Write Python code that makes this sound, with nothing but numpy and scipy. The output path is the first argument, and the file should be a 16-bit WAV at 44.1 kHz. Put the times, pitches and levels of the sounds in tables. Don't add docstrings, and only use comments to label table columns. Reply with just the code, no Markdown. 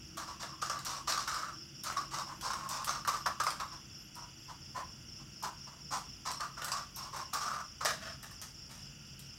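import sys
import numpy as np
from scipy import signal
from scipy.fft import rfft, irfft, next_fast_len
from scipy.io import wavfile
from scipy.ndimage import uniform_filter1d, map_coordinates

SR = 44100
rng = np.random.default_rng(int(sys.argv[2]) if len(sys.argv) > 2 else 0)


def bounce(signal):
    frames = np.transpose(np.atleast_2d(signal))
    limited = np.clip(frames, -1, 1)
    pcm = np.round(limited * 32767).astype(np.int16)
    wavfile.write(sys.argv[1], SR, pcm)


N = 413658

# start, rise and length in seconds, relative ring and grit in dB, ring pitch in Hz.
SHOVES = [(0.168, 0.01, 0.058, -41, -50, 1170), (0.272, 0.0089, 0.042, -45, -54, 1080),
          (0.395, 0.015, 0.039, -45, -48, 1020), (0.487, 0.01, 0.067, -51, -72, 1130),
          (0.615, 0.0052, 0.047, -42, -45, 1195), (0.694, .006, 0.087, -39.5, -53, 1194),
          (0.847, 0.022, 0.14, -41.5, -44.5, 1065), (1.072, 0.0073, 0.069, -34.5, -38.5, 1170),
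          (1.189, 0.014, 0.049, -43, -46.5, 1130), (1.273, 0.0043, 0.22, -38, -45, 1272),
          (1.836, .016, 0.072, -40, -46.5, 1310), (1.962, 0.0084, 0.048, -37, -50, 1170),
          (2.107, 0.036, 0.11, -39.5, -46, 1070), (2.268, 0.014, 0.064, -45.5, -60, 1025),
          (2.421, 0.037, 0.055, -37.5, -45, 1050), (2.499, 0.0088, .17, -40, -51, 1110),
          (2.689, 0.022, 0.14, -40, -46, 1087), (2.867, 0.0072, 0.098, -37.5, -45, 1203),
          (3.072, 0.009, .022, -29.5, -42, 1124), (3.129, 0.015, 0.031, -35, -46, 1176),
          (3.258, 0.0039, 0.0075, -28, -46, 1127), (3.399, 0.0039, 0.0069, -29, -44, 1215),
          (3.471, .006, 0.031, -35.5, -49.5, 1216), (3.596, 0.0044, 0.037, -39, -57, 1140),
          (3.715, 0.014, 0.022, -48, -59.5, 1050), (4.15, 0.027, 0.09, -50.5, -64, 1000),
          (4.476, 0.022, 0.038, -47.5, -60, 990), (4.745, 0.023, .055, -39, -55, 1014),
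          (5.188, .014, .016, -56.5, -67, 980), (5.422, 0.026, 0.031, -35, -47, 990),
          (5.666, 0.0076, 0.012, -50.5, -64, 1010), (5.72, 0.022, 0.02, -55, -75, 980),
          (5.906, 0.026, 0.051, -34.5, -43.5, 1080), (6.25, 0.016, .062, -38, -45.5, 1045),
          (6.397, 0.009, 0.048, -37, -53, 1220), (6.567, .015, 0.12, -41, -54, 1340),
          (6.719, 0.0093, 0.073, -38.5, -49.5, 1160), (6.96, 0.018, 0.12, -47, -53, 1056),
          (7.124, 0.021, 0.088, -40, -50.5, 1050), (7.327, 0.0095, 0.051, -35.5, -43.5, 1130),
          (7.404, 0.013, .205, -37, -46.5, 1180), (7.806, 0.0064, 0.015, -36.5, -49, 1200)]
# frequency in Hz, relative density in dB.
BODY_SPECTRUM = [(420, -14), (560, 5.5), (700, 6.5), (830, 3.5), (1150, 15), (1480, 10.5), (1750, 4),
                 (2300, -7), (3200, -23.5)]
GRIT_SPECTRUM = [(1290, -31), (2200, -11), (3270, -9), (3550, -7.5), (3860, -6), (5630, 1.5), (6270, -3),
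                 (8370, -10.5), (10500, -22), (13500, -22.5), (15800, -30)]
CLAW_SPECTRUM = [(600, 2), (1400, 4.5), (2500, -1), (4000, 1.5), (6000, 1.5), (9000, -1.5), (10500, -7),
                 (13000, -8), (15800, -17)]


def scuffs():
    out = np.zeros(N)
    for start_s, rise_s, length_s, ring_db, grit_db, pitch_hz in SHOVES:
        ring_gain, grit_gain = slide_gains(rise_s, length_s, ring_db, grit_db)
        samples = len(ring_gain)
        drag = catches(samples, per_s=1400, spread_db=4)
        fine = unit(catches(samples, per_s=1100, spread_db=4))
        coarse = unit(catches(samples, per_s=110, spread_db=-1))
        crunch = fine + amp(-4) * coarse
        ring = unit(hollow_ring(drag, pitch_hz, width_hz=128))
        body = amp(-2) * ring + amp(-7.5) * coloured(crunch, BODY_SPECTRUM)
        add(out, start_s, ring_gain * body + amp(3) * grit_gain * coloured(crunch, GRIT_SPECTRUM))
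    return out


def taps():
    # start in seconds, relative level in dB, grit balance in dB.
    knocks = [(0.228, -37, -22), (0.625, -24.5, -10), (0.698, -25, -4), (0.867, -29, -17), (1.123, -34, 9),
              (1.146, -27, -18), (1.176, -21, -11), (1.192, -27.5, -8), (1.277, -24.5, -8.5),
              (1.344, -31.5, -1), (1.9, -29, -16), (1.971, -26.5, -7.5), (2.185, -29.5, -6),
              (2.504, -24.5, -18), (2.534, -24.5, -9.5), (2.877, -29, -8), (2.893, -21, -8),
              (3.05, -27.5, -15), (3.077, -20.5, -12), (3.262, -20, -11), (3.401, -25.5, -7),
              (3.467, -17, -13.5), (3.601, -25, -9.5), (4.811, -37, -21), (6.262, -32.5, -15),
              (6.406, -30.5, -3.5), (6.718, -25.5, -2), (6.77, -32.5, -7), (7.337, -30, -3),
              (7.809, -33, -15), (7.907, -27.5, -15)]
    low_cut = signal.butter(2, 750, "high", fs=SR, output="sos")
    out = np.zeros(N)
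    for start_s, level_db, grit_db in knocks:
        nearest_shove = min(SHOVES, key=lambda shove: abs(shove[0] - start_s))
        pitch_hz = 1.045 * nearest_shove[-1]
        blow = porch(contact(t60_s=0.007), tail_db=-1, early_db=1)
        bite = porch(contact(t60_s=0.0092), tail_db=0, early_db=2.5)
        ring = signal.sosfilt(low_cut, hollow_ring(blow, pitch_hz, width_hz=300, skirt_hz=400))
        body = peaked(ring) + amp(-8.5) * peaked(coloured(bite, BODY_SPECTRUM))
        grit = amp(grit_db + 5.5) * peaked(coloured(bite, GRIT_SPECTRUM))
        add(out, start_s, amp(level_db - 2.5) * (body + grit))
    return out


def claw_ticks():
    # start in seconds, relative level in dB, tilt in dB per octave.
    ticks = [(0.1722, -36, 4), (0.4314, -30.5, -4), (0.79, -33, -1), (0.849, -31, 6), (1.0994, -32, 7),
             (1.8363, -31, 7), (1.9245, -30.5, -2.5), (2.4107, -33.5, 1.5), (2.69, -29, 6.5),
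             (2.8448, -27, 5.5), (3.075, -28, 9), (3.437, -29.5, 2), (3.5048, -27.5, 0), (4.1535, -42, 8),
             (5.427, -36, 8), (5.9707, -34.5, 0), (6.315, -29, 0.5), (6.6197, -29, -1), (6.6448, -27, 4),
             (6.6824, -29.5, -0.5), (6.7211, -34, 3), (6.9606, -32.5, 8), (7.1636, -39, 7),
             (7.335, -30, 11), (8.2286, -39.5, 9), (8.312, -44, 8), (8.4158, -32, 2.5), (9.193, -39, 4.5)]
    out = np.zeros(N)
    for start_s, level_db, tilt in ticks:
        click = porch(contact(t60_s=0.017), tail_db=3, early_db=-2.5)
        spectrum = [(hz, db + tilt * np.log2(hz / 8000)) for hz, db in CLAW_SPECTRUM]
        add(out, start_s, amp(level_db - 1.5) * peaked(coloured(click, spectrum)))
    return out


def clatter(roll_corner_hz=1280):
    # start in seconds, relative level in dB.
    bounces = [(7.8495, -21), (7.8563, -20), (7.861, -23)]
    # start, rise and length in seconds, relative ring and grit in dB.
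    rolls = [(7.87, .01, 0.056, -40, -48.5), (8.009, 0.018, 0.11, -46, -65),
             (8.228, 0.0023, 0.0075, -49.5, -58.5), (8.292, 0.0037, .02, -54.5, -69),
             (8.42, 0.0028, .03, -62, -54), (8.691, 0.021, 0.11, -71, -56.5)]
    out = np.zeros(N)
    for start_s, level_db in bounces:
        blow = porch(contact(t60_s=0.0034), tail_db=1.5, early_db=-0.5)
        ring = peaked(filtered(blow, free_modes))
        click = peaked(coloured(blow, CLAW_SPECTRUM))
        add(out, start_s, amp(level_db - 1) * (ring + amp(-3.5) * click))
    for start_s, rise_s, length_s, ring_db, grit_db in rolls:
        ring_gain, grit_gain = slide_gains(rise_s, length_s, ring_db, grit_db)
        rattle = catches(len(ring_gain), per_s=260, spread_db=1)
        ring = unit(filtered(rattle, lambda hz: free_modes(hz) * np.minimum(hz / roll_corner_hz, 1)))
        grit = coloured(rattle, CLAW_SPECTRUM)
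        add(out, start_s, amp(-0.5) * ring_gain * ring + amp(4) * grit_gain * grit)
    return out


def free_modes(hz):
    # centre in Hz, width in Hz, gain in dB.
    modes = [(470, 73, -8), (647, 53, 7), (1200, 220, 1.5), (1550, 126, 5), (1760, 230, -0.5),
             (2920, 400, -5.5), (3900, 480, -16), (4550, 240, -5), (5530, 1440, -11), (10000, 480, -30)]
    return sum((-1) ** k * amp(db) * 1j * hz * width / (centre ** 2 - hz ** 2 + 1j * hz * width)
               for k, (centre, width, db) in enumerate(modes))


def hollow_ring(force, pitch_hz, width_hz, skirt_hz=330):
    carrier = np.exp(2j * np.pi * np.cumsum(np.full(len(force), pitch_hz)) / SR)
    lowpass = np.vstack([signal.butter(1, hz, fs=SR, output="sos") for hz in (width_hz / 2, skirt_hz)])
    return (signal.sosfilt(lowpass, force / carrier) * carrier).real


def slide_gains(rise_s, length_s, ring_db, grit_db):
    t = np.arange(0, length_s + 0.25, 1 / SR)
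    swell = np.minimum(t / max(rise_s, 1 / SR), 1)
    sliding_s = np.maximum(np.minimum(t, length_s) - rise_s, 0)
    stopped_s = np.maximum(t - length_s, 0)
    ring = swell ** 0.86 * amp(ring_db - 18.5 * sliding_s - 234 * stopped_s)
    grit = swell ** 0.64 * amp(grit_db - 57.5 * sliding_s - 241 * stopped_s)
    return ring, grit


def catches(samples, per_s, spread_db):
    lead = SR // 20
    total = lead + samples
    hits = (rng.random(total) < per_s / SR) * rng.choice([-1, 1], total)
    sizes = amp(spread_db * np.clip(rng.standard_normal(total), -2, 2))
    return porch(hits * sizes, tail_db=-4, early_db=0)[lead:total]


def contact(t60_s):
    t = np.arange(SR // 30) / SR
    return rng.standard_normal(len(t)) * amp(-60 * t / t60_s)


def cricket(spacing_s=0.039, stroke_s=0.03, start_hz=5820, end_hz=4880, rasp=0.26):
    # time in seconds, echo level in dB.
    echo_levels = [(0, 7), (3.4, 13), (4.7, -1), (6, -1), (7, 0), (9.38, 1)]
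    out = np.zeros(N)
    progress = np.arange(0, 1, 1 / (stroke_s * SR))
    for time_s, level_db in chirp_times():
        chirp = np.zeros(SR // 6)
        for k, stroke_db in enumerate((-2, 0, 0)):
            hz = (start_hz + (end_hz - start_hz) * progress) * (1 + 0.00796 * rng.standard_normal())
            teeth = 1 + rasp * unit(uniform_filter1d(rng.standard_normal(len(progress)), size=60))
            add(chirp, k * spacing_s, amp(stroke_db) * teeth * np.sin(np.pi * progress) * sine(hz))
        echo_db = np.interp(time_s, *np.transpose(echo_levels))
        echoed = porch(chirp, tail_db=echo_db, early_db=echo_db)
        add(out, time_s - stroke_s / 2, amp(level_db + 6) * echoed)
    return out


def chirp_times(scatter_s=0.002, scatter_db=1):
    # start in seconds, chirp period in seconds, relative level in dB.
    paces = [(0.01, .222, -55.5), (1.325, .216, -52), (2.44, .245, -52.5), (3.678, .236, -53.5),
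             (5.575, .241, -51.5), (6.74, .218, -51.5), (8.32, .234, -54)]
    ends_s = [row[0] for row in paces[1:]] + [N / SR + 0.1]
    even = np.array([(time_s, db) for (start_s, period_s, db), end_s in zip(paces, ends_s)
                     for time_s in np.arange(start_s, end_s - period_s / 2, period_s)])
    return even + rng.standard_normal(even.shape) * [scatter_s, -scatter_db]


def small_cricket(pitch_hz=7450, first_s=0.24, period_s=0.26, spacing_s=0.048, half_note_s=0.015):
    # time in seconds, relative level in dB.
    levels = [(0, -79), (6.5, -81), (7.7, -79), (9.38, -79)]
    t = np.arange(N) / SR
    offset_s = (t - first_s + period_s / 4) % period_s - period_s / 4
    notes = sum(np.exp(-((offset_s - note_s) / half_note_s) ** 2) for note_s in (0, spacing_s))
    song = porch(notes * sine(pitch_hz + 25 * wobble(60)), tail_db=-4, early_db=-6)[:N]
    return amp(np.interp(t, *np.transpose(levels)) + 0.5) * unit(song)


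def insect_chorus():
    # pitch in Hz, width in Hz, level in dB, pulse rate in Hz, pulse swing in dB.
    trills = [(2837, 252, -64, 25, 1), (3384, 150, -70.5, 42, 2), (4890, 240, -64, 19, 3.5),
              (5420, 330, -61, 31, 4), (5750, 320, -63.5, 15, 3.5), (7150, 96, -72, 20, 0.5),
              (6600, 550, -70.5, 24, -5), (11250, 200, -83.5, 8, 19)]
    # time in seconds, level in dB.
    lisps = [(2.4, -72), (3.2, -67), (3.64, -70), (4.03, -69), (4.43, -73)]
    t = np.arange(N) / SR
    out = np.zeros(N)
    for pitch_hz, width_hz, level_db, rate_hz, swing_db in trills:
        pulse = np.sin(2 * np.pi * (rate_hz * t + 0.4 * wobble(6)))
        out += amp(level_db) * unit(noise_band(pitch_hz, width_hz) * amp(swing_db * pulse + wobble(5)))
    lisp_gain = sum(amp(db) * np.exp(-((t - time_s) / 0.058) ** 2) for time_s, db in lisps)
    return out + lisp_gain * noise_band(centre_hz=11700, width_hz=240)


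def night_background():
    # frequency in Hz, relative density in dB.
    traffic_spectrum = [(25, -41), (42, -1), (55, -3.5), (85, -2.5), (112, -4.5), (141, 0.5), (168, -6.5),
                        (200, -3.5), (260, -11), (400, -21), (600, -28.5), (800, -42)]
    hiss_spectrum = [(450, -1.5), (700, -0.5), (1150, -2), (1380, 7), (1700, -1), (2200, 0), (3800, -12),
                     (7400, -9.5), (7900, -13), (11000, -10.5), (13000, -18), (15800, -13.5)]
    # time in seconds, relative level in dB.
    vehicle_levels = [(0, -61), (2.3, -62), (3.7, -65.5), (7, -71), (9.38, -76.5)]
    t = np.arange(N) / SR
    traffic = amp(-56 + 1.2 * wobble(4)) * coloured(rng.standard_normal(N), traffic_spectrum)
    vehicle_db = np.interp(t, *np.transpose(vehicle_levels)) - 2 + 0.88 * wobble(7.4)
    vehicle = amp(vehicle_db) * noise_band(centre_hz=324.6, width_hz=23.3)
    hum = amp(-61.5 + 1.2 * wobble(5.9)) * sine(139 + 1.56 * wobble(6))
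    hiss = amp(-64) * coloured(rng.standard_normal(N), hiss_spectrum)
    return traffic + vehicle + hum + hiss


def porch(x, tail_db, early_db, early_t60_s=0.099):
    # frequency in Hz, time to decay 60 dB in seconds.
    decay_times = [(200, 0.35), (1200, 0.31), (5000, 0.39), (14000, 0.21)]
    hz, frame_s, frames = signal.stft(rng.standard_normal(SR // 3), SR, nperseg=256)
    decay = amp(-60 * frame_s / log_interp(decay_times, hz)[:, None])
    tail = signal.istft(frames * decay, SR, nperseg=256)[1]
    t = np.arange(len(tail)) / SR
    early = rng.standard_normal(len(t)) * (rng.random(len(t)) < 0.05) * amp(-60 * t / early_t60_s)
    response = amp(tail_db) * tail / np.linalg.norm(tail) + amp(early_db) * early / np.linalg.norm(early)
    response[0] += 1
    return signal.fftconvolve(x, response / np.linalg.norm(response))


def amp(db):
    return 10 ** (np.asarray(db) / 20)


def unit(x):
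    return x / np.sqrt(np.mean(np.abs(x) ** 2) + 1e-20)


def peaked(x):
    return x / np.sqrt(6 * uniform_filter1d(x ** 2, size=220).max() + 1e-20)


def log_interp(points, hz):
    points_hz, values = np.transpose(points)
    return np.interp(np.log(hz + 1), np.log(points_hz + 1), values)


def sine(hz):
    return np.sin(2 * np.pi * np.cumsum(hz) / SR)


def wobble(knots_per_s):
    grid = np.arange(0, N + 64, 64)
    knots = rng.standard_normal(int(N * knots_per_s / SR) + 4)
    return np.interp(np.arange(N), grid, map_coordinates(knots, [grid * knots_per_s / SR]))


def filtered(x, response):
    size = next_fast_len(len(x) + 8192)
    return irfft(rfft(x, size) * response(np.fft.rfftfreq(size, 1 / SR)), size)[:len(x)]


def coloured(x, spectrum):
    low_hz = spectrum[0][0]
    return unit(filtered(x, lambda hz: amp(log_interp(spectrum, hz)) * np.minimum(hz / low_hz, 1) ** 2))


def noise_band(centre_hz, width_hz):
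    noise = rng.standard_normal(N)
    return unit(filtered(noise, lambda hz: np.exp(-((hz - centre_hz) / width_hz) ** 2 / 2)))


def add(track, start_s, sound):
    start = max(round(start_s * SR), 0)
    part = track[start:start + len(sound)]
    part += sound[:len(part)]


def scene():
    kitten = scuffs() + taps() + claw_ticks() + clatter()
    return (kitten + cricket() + small_cricket() + insect_chorus() + night_background())[None]


def record(dry):
    cutoff_hz = 15850
    return np.array([filtered(channel, lambda hz: hz < cutoff_hz) for channel in dry])


dry = scene()
out = record(dry)
bounce(out)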